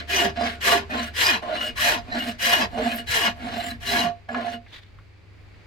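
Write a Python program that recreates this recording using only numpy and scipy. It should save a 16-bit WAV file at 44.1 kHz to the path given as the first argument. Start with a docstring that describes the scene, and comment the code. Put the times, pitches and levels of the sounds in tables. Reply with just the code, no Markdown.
"""First heard is the tail of a light pull; then a coarse steel file bites into a wooden handle blank in a vice.
Outdoors and close by: seven rasping pushes, each followed by a lighter pull, then ticks and the scuff of a shoe.
Tooth kicks and snapping fibres, as pulses and impulses, ring the modes of blank, vice and file.
Coloured noise adds knocks, ticks, scuff, open air and rumble; two wavering sines make a far engine's hum."""
import sys
import numpy as np
from scipy import signal
from scipy.fft import rfft, irfft, next_fast_len
from scipy.io import wavfile

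SR = 44100
rng = np.random.default_rng(int(sys.argv[2]) if len(sys.argv) > 2 else 0)


def put_to_file(sound):
    """Save the sound as 16-bit audio at rate SR, in the file named by the first command-line argument."""
    columns = np.atleast_2d(sound).T  # one column per channel
    safe = np.clip(columns, -1, 1)
    whole_steps = np.round(safe * 32767)
    wavfile.write(sys.argv[1], SR, whole_steps.astype(np.int16))


N = 249606
TIME = np.arange(N) / SR   # t/s
SIZE = next_fast_len(N + SR // 2)   # transform length, with room for half a second of tail
HZ = np.maximum(np.arange(SIZE // 2 + 1) * SR / SIZE, 1)   # f/Hz

# Open air and low rumble, colour: [f/Hz, relative level/dB]
AIR_SPECTRUM = [(100, -7), (220, -13.5), (380, -11.5), (620, -19), (1400, -21.5), (2300, -17.5),
                (3200, -27.5), (4800, -27.5), (5400, -36), (7500, -41), (9000, -47.5), (15000, -55.5)]
RUMBLE_SPECTRUM = [(20, -27.5), (48, -10), (95, -12.5), (130, -19.5), (190, -29), (400, -67)]
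# Open air over time: [t/s, level/dB]
AIR_LEVEL = [(0, -46), (3.3, -48.5), (4.2, -55), (5.2, -55.5), (5.65, -51.5)]
# Rumble swells, then settles: [t/s, level re RUMBLE_DB/dB]
RUMBLE_SWELL = [(.8, -7.5), (1.8, 3.5), (3.9, 2.5), (4.4, -6)]
RUMBLE_DB = -49
# Two tones of the far engine, about which pitch and level waver: [f/Hz, level at first/dB, level once eased off/dB]
HUM_TONES = [(75.7, -42.5, -59), (99, -52, -51.5)]
EASES_S, EASING_S = 1.14, 0.44   # when the engine starts to ease off, and for how long
# Shoe on the ground, colour: [f/Hz, relative level/dB]
SCUFF_SPECTRUM = [(500, -10.5), (1300, -11.5), (1900, -2), (2600, -8.5), (3600, -2.5), (5000, -16.5),
                  (8000, -30), (15000, -37)]
SCUFF_S, SCUFF_DB, SCUFF_RISE_DB_PER_S, SCUFF_FALL_DB_PER_S = 4.748, -42, 283, 170

# Small dry ticks: [t/s, peak level/dB, centre f/Hz]
TICKS = [(4.345, -20, 1300), (4.663, -43, 1880), (4.986, -39.5, 1440), (5.544, -49, 2000)]
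# File knocking on the blank: [t/s, peak level/dB, contact brightness f/Hz]
KNOCKS = [(.410, -11, 680), (2.425, -19, 6000), (4.289, -21, 1400), (4.346, -22, 1800), (4.478, -20, 900)]

# Modes of blank, vice and file:
# [f/Hz, width before damping/Hz, relative level pushing/dB, relative level pulling/dB]
WORK_MODES = [(238, 30, -11, -3), (399, 20, -5, -19), (455, 50, -18, -19), (625, 40, -18, -11),
              (696, 30, -1.5, -1), (870, 70, -12, -19), (1045, 60, -13, -19), (1135, 60, -12, -22),
              (1435, 70, -14, -18), (1685, 55, -2, -8), (1805, 65, -3, -11), (1995, 60, -12, -22),
              (2175, 80, -15, -18), (2478, 55, -6.5, -17), (2615, 60, -11, -25), (2880, 65, -1, -10),
              (3060, 120, -11, -16), (4020, 170, -9, -17), (4900, 250, -16, -26), (5970, 200, -16, -29),
              (7230, 250, -21, -26), (8890, 100, -20, -23), (10810, 100, -20, -24), (12660, 110, -19, -23),
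              (14500, 200, -30, -43)]
# Each of those modes at the ears: [left over right/dB, phase by which left leads/rad]
MODES_AT_EARS = [(-1, -0.1), (0, -0.9), (-1, 0.2), (-5, 0.1), (-10, 0.4), (-1, 3.0), (6, 1.4), (3, 1.1),
                 (0, -0.4), (-2, 1.8), (-2, -2.7), (-4, -1.5), (-3, 1.2), (-3, -0.4), (1, 0.3), (3, 0.4),
                 (4, -2.7), (2, 0.3), (-1, 0.5), (6, -2.6), (-1, 0.1), (-9, -2.7), (-6, -2.7), (2, -2.1),
                 (3, -0.5)]
EAR_LAG_S = 0.000466   # the left ear is nearer
# Where the file bears decides how well it feeds the rocking, bending and vice modes:
# [t/s, rocking feed/dB, bending feed/dB, vice feed/dB]
SEAT = [(0.198, -5, -1.5, 2), (.8, 1.5, -2, -2.5), (1.3, -12, -19.5, -9.5), (2.2, 5, -19, 0.5),
        (3.2, -4, -34.5, -4.5), (3.98, 10.5, -14, 4.5), (4.35, -3.5, 2, 3)]
# Rows of WORK_MODES fed by the seat: [index, one per feed column]
SEAT_MODES = (0, 1, 4)

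# Pulls: [start t/s, end t/s, relative bite level/dB, attack t/s, release t/s,
#   judder offset/dB, vice ring offset/dB, hiss offset/dB, first touch below the bite/dB]
PULLS = [(-0.22, 0.056, -23, 0.068, 0.061, -2.5, -5.5, -6, 25),
         (0.355, 0.595, -21.5, 0.11, 0.12, -5, -5, 1, 11),
         (0.896, 1.12, -24.5, 0.084, 0.051, -4.5, -4.5, 5.5, 6.5),
         (1.421, 1.74, -23.5, 0.19, 0.068, -2, 0.5, 5, 17.5),
         (2.035, 2.37, -24, 0.19, 0.085, -4.5, -3.5, 5, 32.5),
         (2.70, 3.051, -25, 0.15, 0.072, -1.5, -1, 7.5, 26.5),
         (3.357, 3.795, -26.5, .18, 0.11, -4, -3, 6.5, 22.5),
         (4.288, 4.594, -30, 0.24, 0.067, 0, 0.5, 1, 10.5)]
# A pull thins and brightens towards the file's tip, then judders at the very end:
# [share of stroke, judder re rasp/dB, ring re rasp/dB, hiss re rasp/dB], each before the stroke's offset
PULL_COURSE = [(0, 3.5, 10, -26.5), (.25, 7, 10.5, -28.5), (.5, 0, 5.5, -24), (.8, -4.5, -2.5, -18),
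               (1, 11, -1.5, -28.5)]
# Sound straight from the cut on a pull: [f/Hz, relative level/dB]
PULL_SPECTRUM = [(150, -55), (300, -14), (500, -18), (900, -22), (1300, -18.5), (1700, -12.5),
                 (2400, -17.5), (3300, -17.5), (4500, -23.5), (6300, -48), (8500, -29.5), (11500, -47),
                 (15800, -48)]
# Pushes: [start t/s, end t/s, relative bite level/dB, attack t/s, release t/s,
#   judder offset/dB, vice ring offset/dB, hiss offset/dB, top speed/(tooth rows per s)]
PUSHES = [(0.074, 0.335, -17, 0.077, 0.091, 7, 3, -4, 410),
          (0.605, 0.85, -14, .065, 0.11, 3, 2.5, -2.5, 550),
          (1.136, 1.412, -14.5, 0.082, 0.089, -1, 1.5, -2.5, 501),
          (1.757, 2.024, -14.5, 0.081, 0.11, -0.5, 3, -1, 637),
          (2.385, 2.684, -14, 0.087, 0.062, 1, 1.5, -1.5, 550),
          (3.065, 3.338, -15.5, 0.084, 0.067, -.5, 2, -1.5, 500),
          (3.804, 4.135, -20, 0.13, 0.11, 4.5, 3.5, -2.5, 420)]
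# As a push slows, hiss gives way to ring and judder: columns as in PULL_COURSE
PUSH_COURSE = [(0, -27, -10, -12), (.16, -21, -16, -9), (0.421, -16, -5.5, -10), (.68, -10.5, -2.5, -12.5),
               (.84, -6, 0.5, -20.5), (1, 3.5, 5, -27.5)]
# A push soon reaches top speed, then slows: [share of stroke, share of top speed]
PUSH_PACE = [(0, .65), (.18, 1), (.42, .91), (.53, .8), (.68, .52), (.84, .39), (1, .33)]
# Sound straight from the cut on a push: [f/Hz, relative level/dB]
PUSH_SPECTRUM = [(150, -21), (300, -13), (500, -20.5), (900, -8.5), (1300, -18.5), (1700, -4), (2150, -10),
                 (3200, -11.5), (4600, -18), (6300, -23.5), (8000, -28), (11500, -27), (13300, -25.5),
                 (15800, -52)]
# A stroke digs in, eases off steadily as the arms travel, and dies away as the file stops
PUSH_TOUCH_DB, STOP_DB = 21, 32.5
PUSH_SAG_DB_PER_S, PULL_SAG_DB_PER_S = 34, 18.5

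CUTOFF_HZ = 15850
EARS = np.array([[1], [-1]])   # left, right


def from_db(db):
    """Amplitude factor from level/dB."""
    return np.exp(np.asarray(db) * (np.log(10) / 20))


def rms(x):
    """Root mean square, kept above zero."""
    return np.sqrt(np.mean(x ** 2) + 1e-24)


def in_time(rows):
    """Each column of a table, joined by straight lines in time."""
    s, *columns = np.transpose(rows)
    return [np.interp(TIME, s, c) for c in columns]


def colour(points):
    """Gain at every frequency, by straight lines in dB over log frequency."""
    hz, db = np.transpose(points)
    return from_db(np.interp(np.log(HZ), np.log(hz), db))


def through(x, response):
    """A signal passed through a frequency response."""
    return irfft(rfft(x, SIZE) * response, SIZE)[..., :N]


def band(x, low_hz, high_hz, order=3):
    """Butterworth band-pass."""
    sos = signal.butter(order, [low_hz, high_hz], "band", fs=SR, output="sos")
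    return signal.sosfilt(sos, x)


def resonance(hz, width):
    """Response of one damped mode, 1 on top; a wider mode dies away sooner."""
    return 1 / (1 + 1j * (HZ ** 2 - hz ** 2) / (HZ * width))


def drift(rate):
    """Slow chance with a spread of about 1, from random points 2 * rate times a second."""
    steps = rng.standard_normal(N // 50)
    return 1.2 * np.interp(TIME * 2 * rate, np.arange(len(steps)), steps)


def noise(response, side):
    """Coloured stereo noise, rms 1; side sets how unlike the ears are."""
    mid, apart = rng.standard_normal((2, SIZE))
    x = through(mid + side * apart * EARS, response)
    return x / rms(x)


def engine_hum():
    """A far engine: two sines waver in level and phase, and ease to new levels."""
    eased = np.clip((TIME - EASES_S) / EASING_S, 0, 1)
    hum = 0
    for hz, first_db, later_db in HUM_TONES:
        level_db = first_db + (later_db - first_db) * eased + 1.2 * drift(8.9)
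        phase = 2 * np.pi * hz * TIME + 0.67 * drift(5)
        hum = hum + from_db(level_db) * np.sqrt(2) * np.sin(phase)
    return hum


def open_air():
    """Wide coloured noise of the open air over a low, wavering rumble."""
    air = from_db(in_time(AIR_LEVEL)[0]) * noise(colour(AIR_SPECTRUM), side=0.77)
    rumble_db = RUMBLE_DB + in_time(RUMBLE_SWELL)[0] + 3.2 * drift(3.7)
    return air + from_db(rumble_db) * noise(colour(RUMBLE_SPECTRUM), side=0.661)


def shoe_scuff():
    """A shoe scuffs the ground: gritty noise in one swell and fade."""
    rise = SCUFF_RISE_DB_PER_S * (SCUFF_S - TIME)
    fall = SCUFF_FALL_DB_PER_S * (TIME - SCUFF_S)
    level_db = SCUFF_DB - np.maximum(rise, fall) + 2.7 * drift(70)
    return from_db(level_db) * noise(colour(SCUFF_SPECTRUM), side=0.73)


def surroundings(x, wet_db, t60, dull_hz):
    """A faint dull tail from hedge and walls: decaying noise echoes, treble lost above dull_hz."""
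    t = TIME[:SR // 2]
    tail = rng.standard_normal((2, len(t))) * from_db(-60 * t / t60) * (t > .012)
    tail = tail / np.sqrt(np.sum(tail ** 2) / 2)
    return from_db(wet_db) * through(x, rfft(tail, SIZE) / (1 + 1j * HZ / dull_hz))


def modes(pushing, ring_db=2.0, damping=0.43):
    """Stereo response of each mode; damping scales its width, and the ears differ in level and phase."""
    half = EARS / 2
    responses = []
    for (hz, width, push_db, pull_db), (pan, lead) in zip(WORK_MODES, MODES_AT_EARS):
        mode_db = push_db if pushing else pull_db
        at_ears = from_db(mode_db + ring_db + pan * half) * np.exp(1j * lead * half)
        responses.append(at_ears * resonance(hz, width * damping))
    return responses


def blow(s, db, response, t60):
    """A brief crunching contact: a decaying noise burst into a response, at a given peak level."""
    age = np.maximum(TIME - s, 0)
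    decay = from_db(-np.minimum(60 * age / t60, 200))
    x = through((age > 0) * rng.standard_normal(N) * decay, response)
    return from_db(db) * x / np.abs(x).max()


def ticks():
    """Short dry contacts, each a noise burst through one broad resonance."""
    return sum(blow(s, db, resonance(hz, 1400) ** 3, t60=0.061) for s, db, hz in TICKS)


def knocks():
    """The file knocks on the blank and rings the modes of the work."""
    body = sum(modes(pushing=False))
    return sum(blow(s, db, body * resonance(hz, hz) ** 2, t60=0.014) for s, db, hz in KNOCKS)


def row_count(speed, jitter):
    """Tooth rows passed so far, at an unsteady speed."""
    return np.cumsum(speed * (1 + jitter * drift(90))) / SR


def teeth(speed, jitter, uneven_db, tearing, snaps_per_s, snap_db, chatter_db):
    """Forces at three spots of the cut: a kick shared from each tooth row, and each spot's own snapping fibres."""
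    rows = row_count(speed, jitter)
    kicks = np.diff(np.floor(rows), prepend=0) * from_db(uneven_db * rng.standard_normal(N))
    kicks = band(kicks, 80, 1160, order=1)   # wood yields, so a kick is soft
    sizes = from_db(snap_db * np.minimum(rng.exponential(1, (3, N)), 4)) * rng.standard_normal((3, N))
    struck = rng.random((3, N)) < snaps_per_s / SR
    snaps = sizes * struck * np.exp(-.8 * (rows % 1))   # strongest just after a row has passed
    return (kicks / rms(kicks) + tearing * snaps / rms(snaps)) * from_db(chatter_db * drift(45))


def bite(age, left, attack_s, release_s, touch_db, sag_db_per_s):
    """Level of a stroke/dB from time since start and time left: attack, sagging hold, release."""
    digging = np.clip(1 - age / attack_s, 0, 1) ** 2
    stopping = np.clip(1 - left / release_s, 0, 1) ** 2
    sag = sag_db_per_s * np.maximum(age - attack_s, 0)
    return -touch_db * digging - sag - STOP_DB * stopping


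def strokes(table, course, touches_db, sag_db_per_s, fade_s=.012):
    """Progress through each stroke, and the gains of judder, ring, rasp and hiss as the contact travels."""
    share, *shapes = np.transpose(course)
    progress, gains = np.zeros(N), np.zeros((4, N))
    for (start, end, bite_db, attack_s, release_s, *own), touch_db in zip(table, touches_db):
        touching = np.clip(.5 + np.minimum(TIME - start, end - TIME) / fade_s, 0, 1)
        on = touching > 0
        age, left = TIME[on] - start, end - TIME[on]
        progress[on] = np.clip(age / (end - start), 0, 1)
        rasp_db = bite_db + bite(age, left, attack_s, release_s, touch_db, sag_db_per_s)
        # own also ends with a speed or a touch, which zip leaves out
        judder, ring, hiss = [np.interp(progress[on], share, shape) + db for shape, db in zip(shapes, own)]
        registers_db = rasp_db + np.array([judder, ring, 0 * ring, hiss])
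        gains[:, on] += touching[on] * from_db(registers_db)
    return progress, gains


def drive(forces, body, gains):
    """Weights the forces so that judder, ring, rasp and hiss registers of the body each sound at their gain."""
    power, out = np.mean(np.abs(body) ** 2, axis=0), 0
    edges_hz = [140, 560, 1200, 6300, 17000]
    for low, high, gain in zip(edges_hz, edges_hz[1:], gains):
        part = band(forces, low, high)
        energy = 2 * np.sum(np.abs(rfft(part[0], SIZE)) ** 2 * power)
        out = out + gain * part / np.sqrt(energy / (SIZE * N))
    return out


def scatter(spectrum, t60, direct):
    """Sound from the cut arrives directly and scattered off bench and hands, differently at each ear."""
    t = TIME[:SR // 10]
    echoes = rng.standard_normal((2, len(t))) * from_db(-60 * t / t60)
    echoes = rfft(echoes, SIZE) / np.sqrt(np.sum(echoes ** 2) / 2)
    echoes = echoes * HZ / np.hypot(HZ, 900)   # long waves hardly scatter
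    straight = direct * np.exp(-2j * np.pi * HZ * EAR_LAG_S * np.array([[0], [1]]))
    return colour(spectrum) * (straight + echoes) / np.hypot(direct, 1)


def radiate(forces, gains, ringing, spectrum, apart, shifting_db):
    """The modes ring, fed unevenly as the contact moves; the cut itself adds a broad rasp."""
    cut = scatter(spectrum, t60=0.028, direct=3.5)
    # each place along the file has dense resonances of its own, which take turns as the contact moves
    places = [scatter(spectrum, t60=0.11, direct=0.035) * HZ / np.hypot(HZ, 1500) for place in range(4)]
    turns = from_db([9 * drift(10) for place in places])
    turns = 0.47 * turns / np.linalg.norm(turns, axis=0)
    body = np.hypot(np.abs(sum(ringing)), np.abs(cut))
    main, near, far = drive(forces, body, gains)

    feeds = [from_db(shifting_db * drift(12) - 4.0) for mode in ringing]
    for k, db in zip(SEAT_MODES, in_time(SEAT)):
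        feeds[k] = from_db(db + 2.0 * drift(12))
    rung = sum(mode * rfft(main * feed, SIZE) for mode, feed in zip(ringing, feeds))
    rung = irfft(rung, SIZE)[:, :N]

    patches = sum(through(far * turn, place) for turn, place in zip(turns, places))
    spread = (near + apart * far * EARS) / np.hypot(apart, 1)   # apart widens the rasp between the ears
    return rung + patches + 0.56 * through(spread, cut)


def growl(speed, jitter, uneven_db):
    """The blank shakes at the rate of the passing tooth rows, a rough tone that falls as the file slows."""
    rows = row_count(speed, jitter)
    return from_db(uneven_db * drift(40)) * np.sin(2 * np.pi * rows)


def pulls(speed=250.0):
    """The backs of the teeth skid irregularly over the wood; speed in tooth rows per s."""
    touches_db = [row[-1] for row in PULLS]
    progress, gains = strokes(PULLS, PULL_COURSE, touches_db, PULL_SAG_DB_PER_S)
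    forces = teeth(speed, jitter=.16, uneven_db=3.0, tearing=4.0, snaps_per_s=11000, snap_db=2.0, chatter_db=1.8)
    skid = radiate(forces, gains, modes(pushing=False), PULL_SPECTRUM, apart=0.27, shifting_db=6.5)
    return from_db(-4.0) * skid


def pushes():
    """The teeth bite and tear fibres, and the blank growls at the rate of the tooth rows."""
    touches_db = [PUSH_TOUCH_DB] * len(PUSHES)
    progress, gains = strokes(PUSHES, PUSH_COURSE, touches_db, PUSH_SAG_DB_PER_S)
    top_speed, = in_time([(s, row[-1]) for row in PUSHES for s in row[:2]])
    speed = top_speed * np.interp(progress, *np.transpose(PUSH_PACE))
    forces = teeth(speed, jitter=.06, uneven_db=2.5, tearing=8.0, snaps_per_s=13000, snap_db=1.0, chatter_db=1.5)
    rasp = radiate(forces, gains, modes(pushing=True), PUSH_SPECTRUM, apart=0.9, shifting_db=4.5)
    shake = gains[0] * growl(speed, jitter=0.0496, uneven_db=1.5)   # follows the judder gain
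    return from_db(-5.5) * shake + from_db(-0.94) * rasp


def scene():
    """Far engine, open air and shoe behind; filing, knocks and ticks in front, with their faint tail."""
    background = engine_hum() + open_air() + shoe_scuff()
    work = ticks() + knocks() + pulls() + pushes()
    return background + surroundings(work, wet_db=-28.0, t60=0.67, dull_hz=4090) + work


def record(dry):
    """The top is cut steeply by an elliptic low-pass."""
    return signal.sosfilt(signal.ellip(12, .1, 90, CUTOFF_HZ, fs=SR, output="sos"), dry)


dry = scene()
out = record(dry)
put_to_file(out)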